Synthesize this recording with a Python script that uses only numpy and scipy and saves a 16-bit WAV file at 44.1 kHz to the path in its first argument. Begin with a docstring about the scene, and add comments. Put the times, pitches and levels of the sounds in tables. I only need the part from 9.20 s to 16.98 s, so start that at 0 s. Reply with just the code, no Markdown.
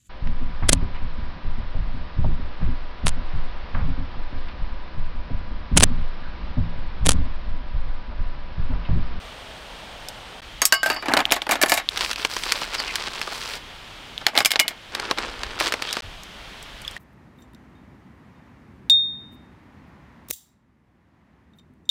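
"""Camp in the woods at night: a hand drops ice cubes into a steel cup on a slatted wooden table and pushes them about.
The first cubes ring the bare cup (decaying modes); later ones knock, scrape and crack (noise bursts, grains, pings).
Between and after the handfuls a plastic ice bag rustles (grains and noise under hand strokes, snaps, gliding swishes).
Last a drink drips on the ice (pings). A campfire ticks faintly over steady hiss and low rumble (coloured noise)."""
import sys
import numpy as np
from scipy import signal
from scipy.fft import rfft, irfft, next_fast_len
from scipy.io import wavfile
from scipy.ndimage import uniform_filter1d, map_coordinates

SR = 44100
rng = np.random.default_rng(int(sys.argv[2]) if len(sys.argv) > 2 else 0)


def file_out(sig):
    """Save sig as 16-bit WAV at sys.argv[1]."""
    # one column per channel
    cols = np.atleast_2d(sig).T
    # limit, then scale
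    lim = np.clip(cols, -1, 1)
    pcm = np.round(lim * 32767).astype(np.int16)
    wavfile.write(sys.argv[1], SR, pcm)


N = 343098
TIME_S = np.arange(N) / SR

# cube lands or is knocked: (time [s], force [dB], hardness as treble over bass [dB], cup ring over force [dB])
KNOCKS = [(1.4182, -12.5, 4.5, -5.5), (1.4534, -13.5, 27.5, 0), (1.5239, -6, 7, -5.5),
          (1.5393, -21.5, 8, 5.5), (1.6314, -18.5, -2, 2.5), (1.66, -18, -5, 1), (1.7005, -14.5, -8.5, -7),
          (1.7636, -34, -20.5, 5), (1.8244, -32.5, -18.5, -4), (1.8578, -28, -17, -10),
          (1.8838, -20.5, -17, -16), (1.9367, -9, -6.5, -20), (1.9683, -13, -10, -17),
          (1.9728, -12, -1, -37), (1.9907, -19.5, -9, -13), (2.0039, -16, -8, -24), (2.1126, -27, -13, 2.5),
          (2.121, -4.5, 4, -12), (2.164, -19.5, -8, -13), (2.2207, -24, -2, -30), (2.2674, -24.5, -14, -51),
          (2.292, -19.5, -11, -5), (2.3107, -17, 12, -3), (2.3199, -17, -14.5, -7),
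          (2.3553, -20.5, -9, -19), (2.39, -42, -26, -18), (2.415, -17.5, 8, -3), (2.4258, -17.5, 10, -3),
          (2.4348, -7, -7.5, -35), (2.4602, -21.5, -9, -0.5), (2.496, -20.5, 17, -0.5),
          (2.5195, -8.5, -4, -7), (2.5391, -18.5, 17, -7), (2.576, -18, -5, -5), (2.599, -27, -9, -22),
          (5.013, -39.5, -17, -33), (5.0663, -7.5, 1.5, -29), (5.0826, -24.5, -10, -7),
          (5.1522, -24, -15, -6), (5.164, -21, -8, -10), (5.1762, -4.5, 1, -21), (5.1867, -12.5, 5, -9.5),
          (5.2044, -12.5, -6, -13), (5.2487, -11.5, 10, -13), (5.258, -9, 15, -8), (5.3064, -20, 5, -6),
          (5.317, -14.5, 18, -21), (5.336, -24.5, -10, -24), (5.358, -16, -8, -48), (5.362, -24, -3, -47),
          (5.3932, -20, -4, 5.5), (5.3978, -7.5, 12, -9), (5.4805, -16.5, 13, -17), (5.507, -36.5, -15, -6)]
# cup modes: (frequency [Hz], unloaded t60 [s], level struck on rim [dB], on bare base [dB],
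# on wall with ice inside [dB], when heaped with ice [dB])
CUP_MODES = [(294, 0.11, -36, -27, -34, -33), (653, 0.16, -19, -1, -9, -33), (698, 0.14, -28, -10, -6, -20),
             (1110, 0.26, -6, -5, -11, -9), (1253, 0.29, -4, -6, -35, -30),
             (1570, 0.18, -25, 8.5, -24, -24), (1733, 0.081, -27, -3, 2.5, -12),
             (2160, 0.24, -6, -9, -3, 12), (2353, 0.081, -33, -30, 1, 9.5), (2690, 0.13, -23, -7, -31, -14),
             (2870, 0.14, -26, 1.5, -6, -17), (2940, 0.31, -8, -10, -36, -1),
             (3860, 0.38, -18, -32, -5.5, -18), (4600, 0.21, 9, 1.5, -6, -14),
             (5100, 0.22, -14, -3, -25, 9.5), (5459, 0.29, -1, -28, -14, -15),
             (6520, 0.087, 15, -26, -21, -22), (7000, 0.22, -13, -21, -8, -20),
             (7000, 0.2, -25, -21, -33, -26), (8100, 0.052, 18, -16, -10, -25),
             (10760, 0.045, 5, -33, -2, -29)]
# cup fills up: start of blows on the base, on the wall, on the heap (time [s])
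FILLING = [1.5, 1.8, 4.0]
# colour of a blow on cup and table: (frequency [Hz], density [dB per Hz])
BODY = [(120, -33), (190, -27), (270, -2), (480, -8.5), (640, -0.5), (870, 1), (1000, -6), (1700, -3.5),
        (2600, -8), (4600, -8.5), (6000, -11), (7600, -9), (10000, -16), (11800, -12.5), (15500, -19.5)]
# cubes are shoved, rock and scrape: (time [s], length [s], rocking [dB], scraping [dB])
SHOVES = [(1.667, 0.081, -26.5, -32), (1.753, 0.035, -32, -69.5), (1.891, 0.035, -19.5, -39),
          (1.948, 0.072, -22, -43), (2.056, 0.05, -34.5, -68), (2.129, 0.026, -32, -18.5),
          (2.316, 0.022, -21, -21.5), (2.41, 0.052, -33, -37), (2.479, 0.11, -30.5, -26),
          (5.131, 0.035, -31, -45), (5.179, .04, -21.5, -27), (5.442, .02, -33, -54)]
# warming ice splits: (time [s], level [dB], frequency [Hz])
CRACKS = [(2.0541, -10.5, 3180), (2.097, -35, 3270), (2.1069, -19.5, 3340), (2.2188, -15.5, 3340),
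          (2.6891, -10, 3680), (4.9788, -22, 3500)]
# hand grips the bag: (time [s], length [s], level [dB], brightness [dB])
GRIPS = [(2.705, 0.13, -31, -4), (2.796, 0.12, -32, 0), (2.969, 0.098, -32.5, -1.5),
         (3.089, 0.15, -34, 0.5), (3.242, 0.2, -29.5, -1.5), (3.45, 0.1, -35, -3.5),
         (3.529, .35, -33, -3.5), (3.894, 0.23, -35, -2.5), (4.112, 0.26, -35, -0.5),
         (5.717, 0.21, -36.5, -14.5), (5.964, 0.097, -32.5, -15.5), (6.06, 0.54, -39.5, -12.5),
         (6.386, .1, -26, -2), (6.606, 0.2, -33.5, -4)]
# bag creases snap: (time [s], level [dB], brightness [dB])
SNAPS = [(2.7747, -22, 4), (2.8087, -24, 0), (2.8476, -25, 5), (2.913, -22.5, 8), (2.931, -27, 7),
         (2.9595, -28.5, 7), (3.0494, -15, -0.5), (3.1657, -23.5, -4), (3.236, -25, 6), (3.3213, -15, 19),
         (3.4176, -30.5, -13.5), (3.5446, -28, 16), (3.6011, -24.5, 1), (3.756, -21, 14.5),
         (4.0153, -23, 5), (4.0759, -35, -17), (5.7498, -21.5, 2), (5.798, -24.5, 0), (5.911, -18, -7),
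         (5.985, -22.5, -0.5), (6.2336, -25.5, -2), (6.401, -24.5, 17), (6.4086, -25, -11.5),
         (6.5227, -20, 4), (6.5392, -21.5, -4.5), (6.6221, -22.5, 1), (6.7279, -27, 28.5),
         (6.7686, -24.5, -7.5)]
# film drawn over wet ice: (time [s], length [s], first frequency [Hz], last frequency [Hz], level [dB])
SWISHES = [(3.567, 0.063, 5220, 4230, -26.5), (3.653, .08, 2820, 2050, -29.5),
           (6.623, 0.17, 2290, 4680, -33.5)]
# colour of the plastic film: (frequency [Hz], density [dB per Hz])
FILM = [(88, -44), (150, 5.5), (534, -4.5), (649, -4.5), (941, 0.5), (1600, 1), (4760, -5), (6770, -16),
        (7920, -15), (13400, -21.5), (16000, -22)]
# poured drink plinks on the ice: (time [s], level [dB], frequency [Hz])
DRIPS = [(7.6496, -32, 3380), (7.6785, -24, 3430), (7.679, -32, 5060), (7.7656, -29.5, 1870)]
# fire ticks: (time [s], level [dB], frequency [Hz])
FIRE_TICKS = [(0.8859, -32.5, 5360), (7.0342, -41.5, 6650), (7.4273, -43, 8250), (7.6181, -44, 9100),
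              (7.7114, -44, 8160)]
# colour of the flames: (frequency [Hz], density [dB per Hz])
FLAMES = [(300, -15.5), (600, -1), (850, -4), (1200, -9), (7000, -41), (8700, -20.5), (10000, -57)]
# colour of the woods' hiss: (frequency [Hz], density [dB per Hz])
WOODS = [(100, 0.5), (250, -3), (380, -6.5), (700, -4), (2600, -5), (3200, -2), (3900, -7.5), (7000, -20.5),
         (11600, -29), (16000, -34)]
# low rumble: (time [s], level [dB])
RUMBLE = [(0.0, -62), (0.06, -46), (1.28, -48.5), (1.34, -40), (1.6, -50), (1.65, -45), (4.79, -50.5),
          (5.55, -55), (6.2, -41.5), (6.78, -55), (6.85, -41), (7.04, -50.5), (7.71, -44), (7.78, -56)]
# brief dropouts: (start [s], end [s])
DIPS = [(1.205, 1.219), (6.807, 6.822)]

HEAP_CLINK_DB, HEAP_CUSHION_DB = 4.5, 2.5  # ice on ice: more clink, less thud
# tail level: base, then dB per dB; ringing steel dies slowly, weak blows chatter, hard ones bounce clear
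TAIL_DB, TAIL_PER_RING, TAIL_PER_FORCE, TAIL_PER_HARDNESS = -12, 0.66, -0.79, -0.2
DAMPED_HZ, DAMPED_T60_S = 5000, 0.12  # the extra damping alone gives this t60 at this frequency
HISS_DB, FLAMES_DB, FLAMES_END_S = -41.5, -45.5, 1.21
BUMP_S, BUMP_DB = 6.84, -40.5
GAIN_THRESHOLD_DB, GAIN_SLOPE = -14.5, 0.5  # slope: dB of gain cut per dB over threshold
HELD_LEVEL_FALL_DB_PER_S = 25
CLIP_LEVEL, TOP_HZ, SKIRT_HZ = 1.05, 15900, 600


def amp(db):
    """Decibels to gain."""
    return 10 ** (np.asarray(db) / 20)


def unit(x):
    """Scale to rms 1."""
    return x / np.sqrt(np.mean(x ** 2) + 1e-20)


def colour(points, hz):
    """Gain of (Hz, dB) points, interpolated on a log frequency axis."""
    points_hz, db = np.transpose(points)
    return amp(np.interp(np.log(hz + 1), np.log(points_hz), db))


def band(hz, lo_hz, hi_hz):
    """Gain of a steep band-pass."""
    return 1 / np.sqrt((1 + (lo_hz / (hz + 1)) ** 10) * (1 + (hz / hi_hz) ** 10))


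def filtered(x, points, lo_hz, hi_hz):
    """Colour a sound within a band, rms 1."""
    m = next_fast_len(len(x))
    hz = np.fft.rfftfreq(m, 1 / SR)
    spectrum = rfft(x, m) * colour(points, hz) * band(hz, lo_hz, hi_hz)
    return unit(irfft(spectrum, m)[:len(x)])


def noise(points, lo_hz, hi_hz, size=N):
    """Coloured noise of rms 1 within a band."""
    return filtered(rng.standard_normal(size), points, lo_hz, hi_hz)


def wobble(knots_per_s):
    """Smooth random curve."""
    knots = rng.standard_normal(int(N * knots_per_s / SR) + 4)
    return map_coordinates(knots, [TIME_S * knots_per_s])


def fade(t, t60):
    """Free exponential decay, 60 dB in t60."""
    return np.exp(-np.log(1000) * t / t60)


def add(out, s, sound):
    """Mix a sound in at a time."""
    part = out[max(round(s * SR), 0):][:len(sound)]
    part += sound[:len(part)]


def burst(points, lo_hz, hi_hz, t60, tail_db, tail_t60):
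    """Blow on densely packed modes: noise with a sharp front and a tail, rms 1 over the first 5 ms."""
    t = np.arange(SR // 5) / SR
    decay = fade(t, t60) + amp(tail_db) * fade(t, tail_t60)
    onset = 1 - np.exp(-t * hi_hz * 2)
    x = noise(points, lo_hz, hi_hz, size=len(t)) * decay * onset
    return x / np.sqrt(np.mean(x[:SR // 200] ** 2))


def grains(rate, lo_hz, hi_hz, cycles, spread_db):
    """Many tiny contacts (rate per second), each ringing a few cycles at its own pitch; rms 1."""
    when, pitch, size, sign = rng.random((int(rate * N / SR), 4)).T[:, :, None]
    hz = lo_hz * (hi_hz / lo_hz) ** pitch
    n = np.arange(SR // 100)
    size_db = spread_db * np.minimum(-np.log(1 - size), np.pi)
    strength = amp(size_db) * np.sign(sign - 0.5) * hz
    ring = strength * np.sin(2 * np.pi * hz * n / SR) * fade(n / SR, cycles / hz)
    position = (when * N).astype(int) + n
    return unit(np.bincount(position.ravel(), ring.ravel(), N)[:N])


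def stroke(s, length, attack_s, sag_db_per_s, release_t60):
    """Envelope of a hand movement: takes hold, drifts in strength, lets go."""
    t = np.maximum(TIME_S - s, 0)
    hold = np.minimum(t / attack_s, 1) * amp(-sag_db_per_s * t)
    return hold * fade(np.maximum(t - length, 0), release_t60)


def pings(rows, t60, spray_db, tail_db):
    """Each event rings one tone for a few cycles, with a spray of treble."""
    out, t = np.zeros(N), np.arange(SR // 5) / SR
    for s, db, hz in rows:
        tone = np.sin(2 * np.pi * hz * t) * fade(t, t60) * (1 - np.exp(-t * hz))
        tone /= np.sqrt(np.mean(tone[:3 * SR // 1000] ** 2))
        spray = burst(BODY, hz / 2, 16000, t60=0.0048, tail_db=tail_db, tail_t60=0.04)
        add(out, s, amp(db) * (tone + amp(spray_db) * spray))
    return out


def small(x, corner_hz):
    """Small things radiate little bass."""
    return signal.sosfilt(signal.butter(2, corner_hz, "highpass", fs=SR, output="sos"), x)


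def knocks():
    """Contacts thump table, clack cup, snap in ice; lower fronts last longer, harder blows are brighter."""
    out = np.zeros(N)
    for s, db, hard_db, ring_db in KNOCKS:
        heaped = s > FILLING[-1]
        tail_db = TAIL_DB + TAIL_PER_RING * ring_db + TAIL_PER_FORCE * db + TAIL_PER_HARDNESS * hard_db
        thud_db = db - 0.54 * hard_db - heaped * HEAP_CUSHION_DB - 5
        clack_db = db - 0.28 * hard_db - 6.5
        clink_db = db + 0.13 * hard_db - 0.11 * ring_db + heaped * HEAP_CLINK_DB - 5
        crack_db = db + 0.49 * hard_db + 0.38 * ring_db - 3.5
        thud = burst(BODY, 220, 1540, t60=0.047, tail_db=tail_db - 1.5, tail_t60=0.15)
        clack = burst(BODY, 1340, 2740, t60=0.022, tail_db=tail_db - 1, tail_t60=0.14)
        clink = burst(BODY, 2190, 4800, t60=0.011, tail_db=tail_db - 3, tail_t60=0.089)
        crack = burst(BODY, 5300, 19000, t60=0.011, tail_db=tail_db + 7, tail_t60=0.068)
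        add(out, s, amp(thud_db) * thud)
        add(out, s, amp(clack_db) * clack)
        add(out, s, amp(clink_db) * clink)
        add(out, s, amp(crack_db) * crack)
    return out


def cup_ring(scatter_db, ring_db):
    """Where a cube lands decides which modes of the steel sound."""
    out, t = np.zeros(N), np.arange(SR // 3) / SR
    hz, t60, *places = np.transpose(CUP_MODES)
    for s, db, _, steel_db in KNOCKS:
        place = np.searchsorted(FILLING, s)
        loaded = place > 1
        size = amp(places[place] + scatter_db * rng.standard_normal(len(hz)))
        size /= np.linalg.norm(size)
        # once the cup is loaded, high modes are damped most and all detune a little from blow to blow
        pitch = hz * (1 + 0.0062 * loaded * rng.standard_normal(len(hz)))
        life = 1 / (1 / t60 + loaded * (hz / DAMPED_HZ) ** 2 / DAMPED_T60_S)
        phase = 2 * np.pi * (pitch[:, None] * t + rng.random((len(hz), 1)))
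        # the handle spoils the symmetry: each mode has a weaker twin that beats with it
        detune = 1 + 0.0102 * rng.standard_normal((len(hz), 1))
        twin = np.sin(phase * detune) / 2
        modes = (np.sin(phase) + twin) * fade(t, life[:, None])
        add(out, s, amp(db + steel_db + ring_db) * size @ modes)
    return out


def cube_ring(cube_db, t60, lo_hz, hi_hz):
    """No two cubes alike: each contact briefly rings 8 random modes, the high ones more on a hard blow."""
    out, t = np.zeros(N), np.arange(SR // 8) / SR
    for s, db, hard_db, _ in KNOCKS:
        height, phase = rng.random((2, 8, 1))
        hz = lo_hz * (hi_hz / lo_hz) ** height
        size = amp(db + cube_db - 5.5 * height + 0.7 * hard_db * (height - 0.5))
        modes = size * np.sin(2 * np.pi * (hz * t + phase)) * fade(t, t60)
        add(out, s, np.sum(modes, axis=0))
    return out


def jostle(clatter_db, grit_db, table_db):
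    """Shoved cubes rock in runs of small knocks, their edges scrape, the table murmurs under the load."""
    rocking, scraping = np.zeros((2, N))
    for s, length, rock_db, scrape_db in SHOVES:
        push = stroke(s, length, attack_s=0.0051, sag_db_per_s=13, release_t60=0.048)
        rocking += amp(rock_db) * push
        scraping += amp(scrape_db) * push
    rocks = grains(rate=600, lo_hz=610, hi_hz=2880, cycles=18, spread_db=1.5)
    edges = grains(rate=690, lo_hz=2460, hi_hz=15000, cycles=10, spread_db=-4.5)
    clatter = amp(clatter_db) * filtered(rocks, BODY, 220, 3300)
    grit = amp(grit_db) * filtered(edges, BODY, 2500, 18000)
    table = amp(table_db) * noise([(85, 6), (130, -15.5), (220, -3)], 87, 280)
    return rocking * (clatter + table) + scraping * grit


def cracks():
    """Warming ice splits: a very short ping with a treble spray."""
    return pings(CRACKS, t60=0.003, spray_db=-22, tail_db=20)


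def bag(fold_db, crinkle_db, sizzle_db, flap_db):
    """Film crinkles in dense grains over a smooth rub; taut film sizzles, slack film folds and flaps."""
    flaps, folds, crinkle, sizzle = np.zeros((4, N))
    for s, length, db, bright_db in GRIPS:
        grip = amp(db) * stroke(s, length, attack_s=0.013, sag_db_per_s=-2.5, release_t60=0.066)
        flaps += grip * amp(-1.1 * bright_db)
        folds += grip * amp(-0.4 * bright_db)
        crinkle += grip
        sizzle += grip * amp(2.7 * bright_db)
    film = grains(rate=1500, lo_hz=400, hi_hz=12000, cycles=4, spread_db=5)
    film += rng.standard_normal(N) / 2
    film *= amp(0.45 * wobble(50) + 0.53 * wobble(300))  # grip catches and lets go in flurries
    taut = rng.standard_normal(N) + 0.55 * unit(film)
    out = amp(flap_db) * flaps * filtered(film, FILM, 236, 536)
    out += amp(fold_db) * folds * filtered(film, FILM, 400, 1620)
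    out += amp(crinkle_db) * crinkle * filtered(film, FILM, 2250, 8400)
    out += amp(sizzle_db) * sizzle * filtered(taut, FILM, 4360, 23000)
    return out


def snaps():
    """A crease snaps through: a slack one pops, a taut one ticks."""
    out = np.zeros(N)
    for s, db, bright_db in SNAPS:
        pop = burst(FILM, 350, 1170, t60=0.028, tail_db=-14, tail_t60=0.038)
        snap = burst(FILM, 1550, 7900, t60=0.011, tail_db=-12, tail_t60=0.041)
        tick = burst(FILM, 4900, 13400, t60=0.006, tail_db=-8, tail_t60=0.046)
        add(out, s, amp(db - 6.5 - 0.96 * bright_db) * pop)
        add(out, s, amp(db + 1.5) * snap)
        add(out, s, amp(db - 11 + 0.53 * bright_db) * tick)
    return out


def swishes(knots_per_s):
    """A narrow band of friction noise swells and fades while its pitch glides with the pull on the film."""
    out = np.zeros(N)
    for s, length, first_hz, last_hz, db in SWISHES:
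        progress = np.clip((TIME_S - s) / length, 0, 1)
        hz = first_hz + (last_hz - first_hz) * progress
        carrier = np.exp(2j * np.pi * np.cumsum(hz) / SR)
        wander = wobble(knots_per_s) + 1j * wobble(knots_per_s)  # sets the bandwidth
        out += amp(db) * np.sin(np.pi * progress) ** 2 * unit((carrier * wander).real)
    return out


def drips():
    """Poured drink plinks on the ice: short pings."""
    return pings(DRIPS, t60=0.019, spray_db=-14.5, tail_db=-20)


def bump():
    """Soft low bump before the pour: swelling low noise, no ring."""
    push = stroke(BUMP_S, 0.028, attack_s=0.013, sag_db_per_s=30, release_t60=0.19)
    return amp(BUMP_DB) * push * noise([(85, 4), (170, -12)], 70, 136)


def fire_ticks():
    """The fire ticks: pings of a few cycles with equal spray."""
    return pings(FIRE_TICKS, t60=0.0048, spray_db=0, tail_db=-3)


def flames():
    """Flames close by, at first only: steady coloured noise."""
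    return amp(FLAMES_DB) * (TIME_S < FLAMES_END_S) * noise(FLAMES, 150, 12000)


def woods():
    """Hiss of the woods: coloured noise, slightly unsteady."""
    return amp(HISS_DB + 0.2 * wobble(6.9)) * noise(WOODS, 86, 19200)


def rumble():
    """Low stir of air: deep noise that rises and falls."""
    level_db = np.interp(TIME_S, *np.transpose(RUMBLE)) + 0.5 * wobble(11)
    return amp(level_db) * noise([(22, 5.5), (35, 6.5), (55, 4.5), (110, -13)], 19, 124)


def scene():
    """Ice and cup in front; bag, drink, fire and woods around."""
    ice = knocks() + cup_ring(scatter_db=5, ring_db=7)
    ice += cube_ring(cube_db=-10, t60=0.035, lo_hz=1510, hi_hz=13460)
    ice += jostle(clatter_db=0, grit_db=-2, table_db=-9.5)
    plastic = bag(fold_db=-7, crinkle_db=-3, sizzle_db=-7, flap_db=-25.5)
    plastic += snaps() + swishes(knots_per_s=900)
    background = fire_ticks() + flames() + woods() + rumble()
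    return (small(ice + plastic, corner_hz=159) + cracks() + drips() + bump() + background)[None]


def gain_control(x):
    """Loud blows turn the gain down at once; it creeps back afterwards."""
    level_db = 10 * np.log10(np.abs(uniform_filter1d(x ** 2, size=220)) + 1e-12)
    # peak hold that falls at a constant rate
    fall_db = HELD_LEVEL_FALL_DB_PER_S * TIME_S
    held_db = np.maximum.accumulate(level_db + fall_db, axis=-1) - fall_db
    return x * amp(-GAIN_SLOPE * np.maximum(held_db - GAIN_THRESHOLD_DB, 0))


def record(dry):
    """Loud blows duck the gain and clip softly, sound drops out briefly twice, a low-pass limits the band."""
    live = 1.0 - sum((TIME_S > start) & (TIME_S < end) for start, end in DIPS)
    x = gain_control(dry) * uniform_filter1d(live, size=64)
    x = x / (1 + np.abs(x / CLIP_LEVEL) ** 6) ** (1 / 6)
    m = next_fast_len(N + SR // 10)
    hz = np.fft.rfftfreq(m, 1 / SR)
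    low_pass = np.clip((TOP_HZ - hz) / SKIRT_HZ + 0.5, 0, 1)
    return irfft(rfft(x, m) * low_pass, m)[:, :N]


dry = scene()
out = record(dry)
file_out(out)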